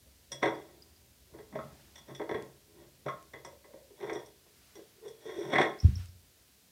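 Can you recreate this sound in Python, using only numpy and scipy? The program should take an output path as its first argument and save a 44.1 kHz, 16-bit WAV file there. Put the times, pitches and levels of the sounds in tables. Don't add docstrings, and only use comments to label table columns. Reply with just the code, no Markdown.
import sys
import numpy as np
from scipy import signal
from scipy.fft import rfft, irfft, next_fast_len
from scipy.io import wavfile
from scipy.ndimage import uniform_filter1d

SR = 44100
rng = np.random.default_rng(int(sys.argv[2]) if len(sys.argv) > 2 else 0)


def ratio_of_db(decibels):
    return 10 ** (np.asarray(decibels, float) / 20)


def int16_out(signal):
    q = np.round(np.clip(np.atleast_2d(signal).T, -1, 1) * 32767)
    wavfile.write(sys.argv[1], SR, q.astype(np.int16))


N = 295911


def rms_one(x):
    return x / np.sqrt(np.mean(x ** 2) + 1e-20)


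def in_time(rows):
    s, *columns = np.transpose(rows)
    return [np.interp(np.arange(N) / SR, s, column) for column in columns]


def ring(force, hz, t60_s):
    radius = ratio_of_db(-60 / (t60_s * SR))
    angle = 2 * np.pi * hz / SR
    poles = [1, -2 * radius * np.cos(angle), radius * radius]
    return signal.lfilter([0, np.sin(angle)], poles, force + 1e-18)


def butter(x, order, cutoff_hz, kind):
    return signal.sosfilt(signal.butter(order, cutoff_hz, kind, fs=SR, output="sos"), x)


def coloured(spectrum):
    hz, db = np.transpose(spectrum)
    bin_hz = np.maximum(np.fft.rfftfreq(N, 1 / SR), 1)
    gain = ratio_of_db(np.interp(np.log(bin_hz), np.log(hz), db))
    return rms_one(irfft(rfft(rng.standard_normal(N)) * gain, N))


def strikes(rows, db):
    clicks = np.zeros(N)
    np.add.at(clicks, (np.array(rows)[:, 0] * SR).astype(int), ratio_of_db(db))
    return clicks


def dish(slide_db, knock_db, scatter_db, favour_octaves, spread_s, bounce_s, bounce_db):
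    # mode_hz, level_db, struck_t60_s
    boards = [(136, -16, 0.34), (208.5, -9, 0.054), (324, -7, 0.12), (398.8, -3.5, 0.096),
              (435.5, -6, 0.079), (543.4, -7.5, 0.11), (620, -4, 0.061), (690.4, -13.5, 0.16),
              (769.6, -9.5, 0.093), (939.5, -6.5, 0.061), (1075.6, -6.5, 0.059), (1293, -9.5, 0.025),
              (1609, -10.5, 0.054), (1740, -12.5, 0.044), (1914, -8, 0.033), (2015, -10.5, 0.094),
              (2155, -7, 0.026), (2492, -33, 0.13), (2410, -25, 0.005), (4080, -18.5, 0.0062)]
    # mode_hz, level_db, struck_t60_s
    glass_modes = [(1890, -11.5, 0.027), (3270, -18.5, 0.071), (3326, -14.5, 0.065), (3362, -9.5, 0.12),
                   (3460, -7.5, 0.036), (3487, -8.5, 0.045), (3610, -10, 0.044), (4250, -41.5, 0.03),
                   (5214, -17.5, 0.027), (5650, -34, 0.0503), (5620, -18.5, 0.012), (5680, -8, 0.03),
                   (6326, -19, 0.038), (7330, -34.5, 0.14), (7460, -28.5, 0.028), (8090, -27, 0.084),
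                   (8490, -23.5, 0.094), (9400, -38, 0.1), (9900, -31, .07), (11300, -32, 0.049),
                   (12330, -45, .05), (14200, -42.5, 0.047)]
    # time_s, favoured_hz, favour_db, glass_share_db, weight_on_boards_db
    seat = [(.3, 575, 18.5, -4, 12), (.45, 473, 3, -5, -7.5), (.62, 413, 3, 5, -5),
            (1.36, 415, 5.5, -11, 1), (1.56, 610, 7.5, -10, 14.5), (1.97, 1040, 8, 4, 7),
            (2.1, 384, 6.5, 6.5, 9), (2.22, 383, 6, -17, -8), (2.35, 410, 4.5, -14, 5),
            (2.82, 364, 10, 5, 0), (3.07, 655, -5, -11, 12.5), (3.23, 700, 5, 0, 12),
            (3.36, 442, 10.5, -9, -15), (3.52, 555, 19.5, 0, -3), (3.84, 545, 17.5, -3, -6),
            (3.96, 420, -1, 5, -7), (4.03, 413, 11, -2, -4), (4.2, 438, 12, 4, -6),
            (4.76, 402, 11.5, -3, -23), (5.06, 436, 18.5, 5.5, -2.5), (5.22, 410, 6, 14, -10),
            (5.28, 398, 13, 6, -34), (5.47, 384, 11.5, 7, 5.5), (5.57, 570, -6, -8.5, -2.5),
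            (5.68, 377, 12, 3, -13)]

    drag_db = pushes()
    slide_hz, slide_favour_db, glass_db, weight_db = in_time(seat)
    slide_hard = -3 + 0.11 * np.maximum(drag_db + 40, -20)
    slide_top_db = -4.5 + 0.36 * glass_db
    slide = [slide_hard, glass_db, weight_db, slide_top_db]
    catches = stutter(per_s=1600, spread_db=3.5, clump_db=1.5, clump_s=.012)

    when_s, peak_db, *knock, knock_hz, knock_favour_db = blows()
    knock[2] = knock[2] + 0.32 * weight_db[(when_s * SR).astype(int)]
    when_s = when_s[:, None]

    modes = [(*m, 0) for m in boards] + [(*m, 1) for m in glass_modes]
    shape = (len(when_s), len(modes))
    luck_db = scatter_db * rng.standard_normal(shape)
    late_s = spread_s * rng.random(shape) ** 2
    again_s = when_s + bounce_s * (.5 + rng.random((len(when_s), 1)))

    out = np.zeros(N)
    for k, (hz, db, t60_s, is_glass) in enumerate(modes):
        octaves = np.log2(np.clip(hz, 300, 3000) / 500)
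        weights = np.array([octaves, is_glass, hz < 280, hz > 5000])
        near_slide = np.exp(-(np.log2(hz / slide_hz) / favour_octaves) ** 2)
        near_knock = np.exp(-(np.log2(hz / knock_hz) / favour_octaves) ** 2)
        rub = catches * ratio_of_db(slide_db + drag_db + weights @ slide + slide_favour_db * near_slide)

        blow_db = knock_db + peak_db + weights @ knock + knock_favour_db * near_knock
        first = strikes(when_s + late_s[:, [k]] * (1 - 0.36 * is_glass), blow_db + luck_db[:, k])
        second = strikes(again_s + late_s[:, [-k]], blow_db + bounce_db)

        give = np.exp(-2 * np.pi * min(3 * hz, 15000) / SR)
        rub, hit = signal.lfilter([1 - give], [1, -give], [rub, first + second])
        both = ring(rub, hz, t60_s * 0.48) + ring(hit, hz, t60_s)
        out += (-1) ** k * ratio_of_db(db) * both
    return out


def pushes():
    # full_drag_s, swell_s_per_30_db, hold_s, fade_s_per_30_db, drag_db
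    push_rows = [(0.054, .05, .01, .1, -64.5), (0.315, 0.019, 0.039, 0.085, -44.5),
                 (0.432, 0.024, 0.025, 0.11, -15), (.55, .05, 0.024, 0.58, -43),
                 (1.344, 0.086, .005, .13, -40.5), (1.549, 0.067, 0.0044, 0.11, -35),
                 (1.62, 0.046, .02, 0.52, -47), (1.965, 0.14, 0.041, .12, -62),
                 (2.078, .02, 0.038, 0.11, -40), (2.216, 0.047, .003, 0.039, -27),
                 (2.31, .05, .01, .1, -42), (2.353, 0.033, .005, 0.17, -27.5),
                 (2.796, 0.25, 0.019, 0.25, -46.5), (3.059, 0.014, .005, 0.046, -34.5),
                 (3.237, .15, .005, 0.14, -62), (3.354, 0.031, .003, .06, -37.5),
                 (3.442, 0.13, 0.084, 0.04, -50), (3.656, 0.024, 0.054, .15, -60),
                 (3.758, 0.16, .02, 0.28, -52.5), (3.966, .06, .04, .1, -53), (4.01, 0.056, 0.16, .14, -31),
                 (4.461, .03, .005, 0.092, -53), (4.757, 0.017, 0.018, 0.04, -41.5),
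                 (4.973, .1, 0.069, .1, -67), (5.049, 0.091, 0.0077, 0.16, -41),
                 (5.21, .03, 0.033, .1, -62), (5.275, 0.08, 0.16, 0.13, -34),
                 (5.531, 0.082, 0.082, 0.097, -16.5), (5.63, .08, 0.009, 0.13, -31)]
    t = np.arange(N) / SR
    drag = 1e-7
    for s, swell_s, hold_s, fade_s, db in push_rows:
        away = np.maximum((s - t) / swell_s, (t - s - hold_s) / fade_s)
        drag = drag + ratio_of_db(db - 30 * np.maximum(away, 0))
    return 20 * np.log10(drag)


def stutter(per_s, spread_db, clump_db, clump_s):
    size = ratio_of_db(spread_db * np.minimum(rng.exponential(1, N), 4)) * rng.choice([-1, 1], N)
    grip = rms_one(uniform_filter1d(rng.standard_normal(N), int(clump_s * SR)))
    caught = rng.random(N) < per_s / SR
    return rms_one(size * ratio_of_db(clump_db * grip) * caught)


def blows():
    # time_s, level_db, hardness_db_per_octave, favoured_hz, favour_db
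    knock_rows = [(.4225, -26, 3, 600, -4), (.428, -11, 3, 786, 7), (1.34, -34.5, -4.5, 453, 14),
                  (1.386, -34.5, 0.5, 436, 15), (1.525, -31.5, -1.7, 344, -3), (1.554, -22.5, 0, 610, 14),
                  (1.588, -29, 0.7, 1280, 23.5), (2.096, -27.5, -3.5, 409, -5),
                  (2.197, -18.5, -3.5, 345, -0.5), (2.215, -23, -1.5, 364, 8), (2.292, -21, 1.1, 368, 8),
                  (2.312, -18.5, 0.2, 400, 7.5), (2.343, -18.5, 1.2, 450, 14), (3.062, -23, 0.9, 578, 13),
                  (3.084, -25, 3.5, 1178, 21), (3.642, -35.5, -1.5, 630, -8), (3.735, -34, -5, 552, 13.5),
                  (3.903, -46, -3, 393, 16.5), (4.027, -33, 4, 390, 7), (4.097, -20, 2, 406, 1.5),
                  (4.116, -20, -8, 420, 1.5), (4.791, -41.5, -3.5, 425, 17.5), (5.254, -43, -5, 448, 30),
                  (5.296, -35.5, 5, 1304, -4), (5.381, -41.5, -10, 419, 26.5), (5.534, -15.5, 4, 430, 8),
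                  (5.556, -13, 3, 1850, 10), (5.582, -13.5, 6, 780, 15.5), (5.602, -17, -2.5, 423, 10),
                  (5.614, -14.5, 6.5, 372, 19)]
    # time_s, level_db, glass_share_db, top_glass_share_db, favoured_hz
    tap_rows = [(0.318, -32.5, 8, 10.5, 1890), (1.957, -45, 11.5, 1, 2080), (1.979, -44.5, 4, 8.5, 1090),
                (2.149, -42.5, 11.5, 3, 2080), (3.335, -31, -7.5, -6, 2040), (3.448, -30, -8, 12.5, 910),
                (4.131, -47, 1, 20.5, 2020), (4.26, -51.5, 5.5, 11.5, 430), (4.754, -46.5, -2, 15.5, 405),
                (5.081, -42.5, 1.5, 11, 420)]
    knocks = []
    for s, db, hard, hz, favour_db in knock_rows:
        over_db = db + 30
        weight_db = -9 - 0.14 * over_db
        top_db = -0.2752 * over_db
        knocks.append((s, db, hard, -12.5, weight_db, top_db, hz, favour_db))
    # hardness 2.5 dB per octave, weight 6 dB, favour 5.5 dB
    taps = [(s, db, 2.5, glass_db, 6, top_db, hz, 5.5) for s, db, glass_db, top_db, hz in tap_rows]
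    return np.transpose(knocks + taps)


def thump(soft_hz):
    # time_s, level_db
    thump_rows = [(5.832, -25), (5.845, -9.5), (5.884, -16), (5.925, -29), (5.961, -30), (5.992, -33.5),
                  (6.036, -48), (6.085, -44), (6.15, -51.5)]
    # mode_hz, level_db, t60_s
    joists = [(72, 3, 0.085), (88.7, -0.5, 0.25), (107.7, -6.5, 0.14), (147, -23, 0.04),
              (186.4, -13.5, 0.28), (230, -12.5, 0.081), (330, -14, 0.078)]
    force = butter(strikes(thump_rows, np.array(thump_rows)[:, 1]), 2, soft_hz, "low")
    return -sum(ratio_of_db(db) * ring(force, hz, t60_s) for hz, db, t60_s in joists)


def snaps(low_hz, high_hz):
    # time_s, level_db
    snap_rows = [(2.4246, -30.5), (3.2274, -37), (3.255, -45), (3.8194, -56), (6.0587, -34.5)]
    clicks = strikes(snap_rows, np.array(snap_rows)[:, 1] + 3.0)
    return butter(clicks, 3, [low_hz, high_hz], "band")


def ticks(t60_s, partner, partner_db):
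    # time_s, level_db, pitch_hz
    tick_rows = [(0.5487, -64, 4700), (0.6664, -80, 4760), (0.822, -55.5, 4830), (0.9627, -66.5, 4820),
                 (5.7887, -57, 5120), (5.8018, -44.5, 5440), (5.9554, -47.5, 5440), (6.0856, -67, 5310)]
    rings = np.zeros(N)
    for s, db, hz in tick_rows:
        rings += ring(strikes([[s]], db), hz, t60_s)
        rings += ring(strikes([[s]], db + partner_db), hz * partner, t60_s)
    return butter(rings, 4, [4550, 5850], "band")


def fur(split_hz):
    # time_s, width_s, level_db
    brushes = [(1.8, .2, -72.5), (4.72, 0.2, -73), (5.5, 0.32, -75), (5.878, 0.066, -62),
               (6.015, 0.052, -63)]
    # frequency_hz, relative_level_db
    fur_colour = [(700, -7.5), (1500, -1.5), (2500, -2.5), (4500, -3), (8000, -8.5), (14000, -13)]
    rustle_db = -67
    t = np.arange(N) / SR
    press = 1 + sum(ratio_of_db(db - rustle_db) * np.exp(-((t - s) / width_s) ** 2) for s, width_s, db in brushes)
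    noise = coloured(fur_colour)
    dull = butter(noise, 2, split_hz, "low")
    dull_gain = ratio_of_db(-4) * press ** 0.74
    return ratio_of_db(rustle_db) * press * (noise + (dull_gain - 1) * dull)


def room(x):
    t60_s, wall_cut_hz = 0.36, 6000
    size = next_fast_len(N + SR)
    turn = np.exp(-2j * np.pi * np.arange(size // 2 + 1) / size)
    dull = np.exp(-2 * np.pi * wall_cut_hz / SR)
    wall = (1 - dull) / (1 - dull * turn)
    answer = 0
    for k, lag_s in enumerate(rng.uniform(.008, .04, size=20)):
        loop = ratio_of_db(-60 * lag_s / t60_s) * wall * turn ** int(lag_s * SR)
        answer = answer + (-1) ** k * loop / (1 - loop)
    return irfft(rfft(x, size) * answer, size)[:N]


def rumble():
    # time_s, level_db
    rumble_rows = [(0, -60), (.8, -61.5), (1.6, -57), (2.2, -64.5), (2.8, -63), (3.3, -63.5), (4, -65),
                   (4.7, -66.5), (5.4, -71.5), (6.2, -57.5), (6.71, -76)]
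    centre_hz, width_hz = 65.4, 20
    noise = ring(rng.standard_normal(N), centre_hz, np.log(1000) / (np.pi * width_hz))
    return ratio_of_db(in_time(rumble_rows)[0]) * rms_one(noise)


def hiss(level_db):
    # frequency_hz, relative_level_db
    hiss_colour = [(15, -35.5), (25, -23), (79, -3), (221, -3), (281, -6), (410, -7), (481, -9.5),
                   (781, -12), (846, -22), (995, -14.5), (1230, -40.5), (1800, -22), (5410, -18),
                   (15400, -15.5)]
    return ratio_of_db(level_db) * coloured(hiss_colour)


def scene():
    near = dish(slide_db=-33.5, knock_db=-15.5, scatter_db=2.0, favour_octaves=0.24,
                spread_s=.007, bounce_s=.009, bounce_db=-6.5)
    near = near + snaps(low_hz=1800, high_hz=9560)
    near = near + ratio_of_db(7.0) * ticks(t60_s=.035, partner=1.04, partner_db=-4)
    echo = ratio_of_db(-16) * room(near)
    background = rumble() + hiss(level_db=-65.5)
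    return (near + echo + thump(soft_hz=129) + fur(split_hz=4940) + background)[None]


def band_limit(x):
    return signal.sosfilt(signal.butter(12, 15590, fs=SR, output="sos"), x)


def record(dry):
    mix = butter(dry, 3, 77.6, "high")
    return band_limit(mix)


dry = scene()
out = record(dry)
int16_out(out)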